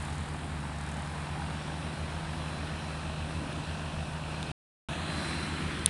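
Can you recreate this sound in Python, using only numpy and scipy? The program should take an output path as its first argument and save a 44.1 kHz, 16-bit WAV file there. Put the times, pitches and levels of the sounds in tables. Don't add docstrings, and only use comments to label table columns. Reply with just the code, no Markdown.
import sys
import numpy as np
from scipy import signal
from scipy.io import wavfile
from scipy.ndimage import uniform_filter1d

SR = 44100
rng = np.random.default_rng(int(sys.argv[2]) if len(sys.argv) > 2 else 0)


def inscribe(sig):
    pcm = np.round(np.clip(np.atleast_2d(sig).T, -1, 1) * 32767)
    wavfile.write(sys.argv[1], SR, pcm.astype(np.int16))


def amplitude_ratio(level_db):
    exponent = np.asarray(level_db, float) / 20
    return 10 ** exponent


N = 259749

MUTE_S = (4.51735, 4.88653)
START_TURN = (.063, .01, .29, .41)


def rms_one(x):
    return x / np.sqrt(np.mean(x ** 2) + 1e-20)


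def in_time(table):
    s, *columns = np.array(table).T
    return [np.interp(np.arange(N) / SR, s, c) for c in columns]


def bumps(rows):
    return sum(db * np.exp(-((np.arange(N) / SR - s) / length) ** 4) for s, length, db in rows)


def drift(rate):
    step = 40
    r = np.exp(-2 * step * np.pi * rate / SR)
    white = rng.standard_normal(N // step + 2002)
    slow = signal.lfilter([1], [1, -2 * r, r * r], white)[2000:]
    return np.interp(np.arange(N) / step, np.arange(len(slow)), rms_one(slow))


def ring(clicks, hz, t60):
    r = amplitude_ratio(-60 / (t60 * SR))
    w = 2 * np.pi * hz / SR
    return signal.lfilter([0, np.sin(w)], [1, -2 * r * np.cos(w), r * r], clicks + 1e-18)


def turning(hz, wobble):
    return np.cumsum(hz * (1 + wobble * drift(3))) / SR


def tone(turns, db, flutter_db):
    return np.sqrt(2) * amplitude_ratio(db + flutter_db * drift(3.6)) * np.sin(2 * np.pi * turns)


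def orders_of(turns, orders, swell_db, flutter_db):
    return sum(tone(k * turns + rng.random() * (k != 2), db + swell_db, flutter_db) for k, db in orders)


def puffs(turns, depth_db, sharp):
    strength = np.exp(0.35 * rng.standard_normal(400))[turns.astype(int) % 400]
    return rms_one(amplitude_ratio(depth_db * strength * np.exp(-sharp * (turns % 1))))


def near_engine(hz, swell_db):
    # multiple of the firing rate, level in dB.
    near_orders = [(1.25, -62), (1.5, -63), (2.5, -62), (2.75, -61), (3, -55.5), (3.75, -65), (4, -61)]
    # time in s, length in s, gain in dB.
    gear_swells = [(.4, .28, 8), (1.5, .4, 8), (2.48, .17, 13.5), (2.9, .18, 14.5), (3.3, .2, 9),
                   (5.3, .33, 9), (5.4, .65, 15)]
    # time in s, mesh frequency in Hz, level in dB.
    far_gear = [(1.7, 4080, -78), (2.0, 4092, -62), (2.4, 4098, -69), (2.65, 4100, -60), (3.3, 4082, -70),
                (3.7, 4113, -62), (3.95, 4105, -72), (4.3, 4116, -63), (4.9, 4190, -65), (5.89, 4140, -64)]
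    mesh_per_firing, faint_gear_db = 52.5, -73
    upper_follows = 0.55

    turns = turning(hz, 0) + START_TURN[0]
    uneven = 0.068 * np.sin(2 * np.pi * (turns / 4 + START_TURN[3]))
    hum = tone(turns, -43.7, 0.3) + tone(2 * turns + 0.41 + uneven, -41.9, 0.3)
    for k, db in near_orders:
        hum += tone(k * turns + rng.random(), db + upper_follows * (k - 1) * swell_db, 1.4)

    near_gear = (mesh_per_firing * hz, faint_gear_db + bumps(gear_swells))
    whine = 0
    for mesh_hz, mesh_db in (near_gear, in_time(far_gear)):
        mesh = tone(turning(mesh_hz, 0.001), mesh_db, 1.0)
        whine += mesh * (1 + 0.5 * drift(120))
    return hum + whine * puffs(turns / 2, 3.0, 3.0)


def throbbing_propeller(hz, swell_db):
    # time in s, pop level in dB, side-on share from 0 to 1.
    heading = [(0, -48, 0), (.5, -49, 0.33), (1.3, -44, 0), (2, -45.5, .6), (2.4, -45.5, 0.56),
               (3, -50, 0.87), (3.8, -45.5, 0.76), (4.5, -51, 0.9), (4.9, -48, 1.1), (5.2, -43.5, 0.98),
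               (5.4, -50, 0.1), (5.89, -58, .1)]
    # time in s, dB over the usual pop.
    bangs = [(.572, 4.5), (.637, 10), (1.376, 3), (1.397, 9), (1.419, 11), (1.464, -0.5), (2.4, 6),
             (3.83, 5), (5.195, 7)]
    # multiple of the blade rate, level in dB.
    throb_orders = [(1, -61.5), (2, -64), (3, -63), (4, -60), (5, -61), (6, -60), (7, -60), (8, -67)]
    blades_per_firing = 0.6172
    throb_follows = 0.3
    dull_per_side, cowl_db, cowl_rise_db = 0.89, -69.5, 18.5

    pop_db, side = in_time(heading)
    front = 1 - dull_per_side * side
    firing = turning(blades_per_firing * hz, 0) + START_TURN[2]
    strength = amplitude_ratio(1.2 * rng.standard_normal(300))[firing.astype(int)]
    pops = strength * np.diff(np.floor(firing), prepend=0)
    pops += 0.027 * rng.standard_normal(N)
    for s, extra_db in bangs:
        pops[round(s * SR)] += amplitude_ratio(extra_db)

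    bright = ring(ring(pops, 817, 0.029), 1020, 0.02)
    dull = ring(ring(pops, 640, 0.026), 645, 0.0097)
    upper = ring(ring(pops, 1520, 0.027), 1580, 0.013)
    resonance = np.clip(front, 0, 1) * bright + np.clip(1 - front, 0, 1) * dull
    resonance = rms_one(resonance) + amplitude_ratio(-7.5) * rms_one(upper)

    hiss = rng.standard_normal(N) * puffs(firing, 7.0, 3.0)
    cowl = rms_one(ring(ring(hiss, 2540, 0.011), 2720, 0.0065))
    orders = [(k, db + throb_follows * k * swell_db) for k, db in throb_orders]
    hum = orders_of(firing, orders, 0, 2.0)
    sound = hum + amplitude_ratio(pop_db - 6.0) * resonance + amplitude_ratio(cowl_db + cowl_rise_db * side) * cowl
    return sound, firing


def grass_gaps():
    # Hz from, Hz to, depth from in dB, depth to in dB, middle of the glide in s.
    before_mute = [
        (531, 308, 3, 2, 1.1),
        (2170, 2060, -0.9, 7.5, 2.74),
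        (5800, 6300, 5.5, 0.5, 1.7),
    ]
    after_mute = [
        (450, 750, 4, 10, 5.48),
        (2150, 3760, 8, 0.1, 5.3),
        (4200, 6450, 11, 3, 5.03),
    ]
    s = np.arange(0, N, 64) / SR

    def glide(row, length_s):
        hz0, hz1, db0, db1, mid = row
        share = (1 + np.tanh((s - mid) / length_s)) / 2
        return [hz0 + (hz1 - hz0) * share, db0 + (db1 - db0) * share]

    return [np.where(s < MUTE_S[1], glide(early, 1.3), glide(late, 0.21))
            for early, late in zip(before_mute, after_mute)]


def air_noise(spectrum, patchy_db, step=1 / 4):
    gap_widths = (0.48, 0.13, 0.13)
    hz_points, db_points = np.transpose(spectrum)
    gaps = grass_gaps()
    octaves = np.log2(min(hz_points[-1], 14000) / hz_points[0])
    edges = hz_points[0] * 2 ** np.arange(0, octaves + step / 2, step)
    white = rng.standard_normal((2, N))
    out = 0
    for k, (low, high) in enumerate(zip(edges, edges[1:])):
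        hz = np.sqrt(low * high)
        gap_db = 0
        for (gap_hz, db), width in zip(gaps, gap_widths):
            gap_db = gap_db + db * np.exp(-(np.log(hz / gap_hz) / width) ** 2)
        gap_db = np.repeat(gap_db, 64)[:N]
        level_db = np.interp(np.log(hz), np.log(hz_points), db_points)
        gain_db = level_db + patchy_db * drift(6.7) - gap_db
        band = signal.butter(2, [low, high], "band", fs=SR, output="sos")
        out = out + amplitude_ratio(gain_db) * signal.sosfilt(band, white[k % 2])
    return out / np.sqrt(uniform_filter1d(out ** 2, SR // 2))


def wash(firing, swell_db):
    # frequency in Hz, density in dB per Hz.
    rumble = [(28, -28.5), (40, -14), (60, -6.5), (85, 4.5), (108, -20.5), (135, 1), (200, -1), (280, -0.5),
              (400, -15), (500, -18)]
    roar = [(240, -36.5), (400, 4.5), (414, -10.5), (449, -3), (641, -2), (774, -1), (1390, -5.5),
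            (1550, -7), (2000, -12), (2600, -39.5), (4400, -120)]
    rush = [(1000, -26.5), (1700, 1), (2120, -0.5), (2380, 1), (3960, -3.5), (4510, -18.5), (5300, -28),
            (6890, -47), (11700, -120)]
    hiss = [(4000, -1), (4800, -4.5), (5240, -2.5), (6200, -8), (6900, -6.5), (8000, -9.5), (9000, 0),
            (10000, -8.5), (11500, 0)]
    # level in dB at mean aim, share of the swell.
    layers = [
        (-43.5, 0.44),
        (-45.5, 0.67),
        (-49, 1.42),
        (-57.5, 0.86),
    ]
    # time in s, length in s, gain in dB.
    gusts = [(.55, 0.18, 3), (2.2, 0.13, -5), (2.8, 0.1, 0.5), (3.5, 0.14, 4.5), (5.28, 0.11, 4.5),
             (5.65, 0.17, 4)]
    # time in s, length in s, hiss gain in dB.
    blasts = [
        (0, 0.15, 2),
        (5.28, 0.19, 2.5),
    ]

    rumble_db, roar_db, rush_db, hiss_db = (db + share * swell_db for db, share in layers)
    rush_db = rush_db + 0.13 * (np.arange(N) - N / 2) / SR
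    gust_db = bumps(gusts) + 1.2 * drift(2.5)
    out = amplitude_ratio(rumble_db - 2.5 + gust_db) * air_noise(rumble, 1.5)
    out += amplitude_ratio(roar_db + 2.05) * air_noise(roar, 0.71) * puffs(firing, 3.6, 4.5)
    out += amplitude_ratio(rush_db + 1.46) * air_noise(rush, 1.0, step=1 / 6) * puffs(firing, 3.0, 4.0)
    return out + amplitude_ratio(hiss_db + 5.0 + bumps(blasts)) * air_noise(hiss, 0.98, step=1 / 6)


def ticking():
    # time in s, level in dB.
    tick_levels = [(0, -55), (.15, -60.5), (.3, -61.5), (.7, -78), (.8, -56), (.95, -58), (1.02, -60.5),
                   (1.1, -63.5), (1.6, -85)]
    rate_hz, first_s, decay_s = 38.1, -0.003, 0.0035
    turns = (np.arange(N) / SR - first_s) * rate_hz + 1
    strength = amplitude_ratio(1.6 * rng.standard_normal(300))[turns.astype(int)]
    burst = strength * np.exp(-(turns % 1) / rate_hz / decay_s) * rng.standard_normal(N)
    band = signal.butter(2, [6800, 10800], "band", fs=SR, output="sos")
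    return amplitude_ratio(in_time(tick_levels)[0] + 1.5) * rms_one(signal.sosfilt(band, burst))


def buttons():
    # time in s, peak in dB, share of the low ring in dB.
    clicks = [
        (3.528, -40.5, 3),
        (4.4283, -36.5, 8),
        (5.7929, -40, 4),
        (5.86, -2.5, -14.5),
    ]
    # frequency in Hz, level in dB, 60 dB decay time in s.
    spring_modes = [(9200, -4, 0.0025), (10270, 5.5, 0.0023), (7530, -14.5, 0.01), (6400, -3, .005)]
    # frequency in Hz, level in dB, 60 dB decay time in s.
    body_modes = [(3540, 1, 0.0072), (4030, 0, 0.0046), (2980, -18.5, .006), (2340, -13, 0.0075)]
    snap, knock = np.zeros((2, N))
    for s, db, low_db in clicks:
        snap[round(s * SR)] = amplitude_ratio(db)
        knock[round((s + 0.0007) * SR)] = amplitude_ratio(db + low_db)
    high = sum(amplitude_ratio(db) * ring(snap, hz, t60) for hz, db, t60 in spring_modes)
    low = sum(amplitude_ratio(db) * ring(knock, hz, t60) for hz, db, t60 in body_modes)
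    out = amplitude_ratio(-20) * ring(ring(high, 9170, 0.0013), 9300, 0.001)
    out += amplitude_ratio(-14.5) * ring(low, 3700, 0.0016)
    return out + amplitude_ratio(-6.5) * ring(knock, 7300, 0.0044)


def other_engines():
    # time in s, steady shaft in Hz, twin shaft in Hz.
    shafts = [(0, 41.36, 41.57), (1.5, 41.565, 42.167), (3, 41.557, 42.492), (4.5, 41.338, 41.915),
              (4.7, 41.872, 43.105), (4.9, 41.506, 42.74), (5.89, 41.589, 42.37)]
    # multiple, level in dB.
    steady_orders = [(1, -62), (2, -50.5), (3, -58), (4, -55), (5, -56.5), (6, -59.5), (8, -62)]
    # multiple, level in dB.
    twin_orders = [(2, -50.5), (3, -60.5), (4, -53)]
    # multiple, level in dB.
    slow_orders = [(3, -54.5), (4, -55.5), (5, -70), (6, -70), (7, -62.5), (8, -70.5)]
    # Hz at the start, Hz at the end, level in dB.
    drones = [(89.5, 92, -57), (72.8, 72.7, -59), (155, 159.5, -60), (198, 201, -60), (209, 211, -61)]
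    steady_hz, twin_hz = in_time(shafts)
    out = orders_of(turning(steady_hz, 0) + START_TURN[1], steady_orders, 0, 0.5)
    out += orders_of(turning(twin_hz, 0) + START_TURN[1], twin_orders, 0, 0.5)
    out += orders_of(turning(33, 0.004), slow_orders, -6.0, 3.2)
    for hz0, hz1, db in drones:
        out += tone(turning(np.linspace(hz0, hz1, N), 0.0044), db, 1.5)
    return out


def breeze():
    band = signal.butter(4, [38, 62], "band", fs=SR, output="sos")
    low = signal.sosfilt(band, rng.standard_normal(N))
    return amplitude_ratio(-60 + 2.5 * drift(8)) * rms_one(low)


def scene():
    # time in s, firing rate in Hz.
    near_firing = [(0.0, 73.31), (0.45, 74.33), (0.95, 73.07), (1.2, 74.06), (1.6, 76.12), (1.95, 76.46),
                   (2.35, 76.5), (2.65, 76.52), (2.95, 76.23), (3.22, 76.78), (3.5, 76.5), (3.85, 76.78),
                   (4.5, 76.72), (4.7, 77.26), (4.9, 77.28), (5.05, 77.46), (5.3, 77.17), (5.89, 77.28)]
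    # time in s, level of wash and roar in dB.
    aim = [(0, -46.5), (.3, -48), (.7, -48), (1.4, -46.5), (2, -46.5), (2.6, -46), (3.2, -47), (3.7, -46.5),
           (4.2, -47.5), (4.5, -45.5), (4.9, -43), (5.05, -43.5), (5.25, -42), (5.5, -43), (5.7, -43),
           (5.89, -44.5)]
    hz, aim_db = in_time(near_firing)[0], in_time(aim)[0]
    swell_db = aim_db - aim_db.mean()
    throb, firing = throbbing_propeller(hz, swell_db)
    engines = near_engine(hz, swell_db) + throb + other_engines()
    return (engines + wash(firing, swell_db) + ticking() + buttons() + breeze())[None]


def low_pass(x):
    return signal.sosfilt(signal.butter(12, 12660, fs=SR, output="sos"), x)


def record(dry):
    lowpass = signal.butter(6, 10300, fs=SR, output="sos")
    half = signal.resample_poly(signal.sosfilt(lowpass, dry), 1, 2, axis=1)
    s = 2 * np.arange(half.shape[1]) / SR
    half = half * ((s < MUTE_S[0]) | (s > MUTE_S[1]))
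    leaky = signal.firwin(65, 0.5, window=("kaiser", 9))
    full = signal.resample_poly(half, 2, 1, axis=1, window=leaky)
    return low_pass(full[:, :N])


dry = scene()
out = record(dry)
inscribe(out)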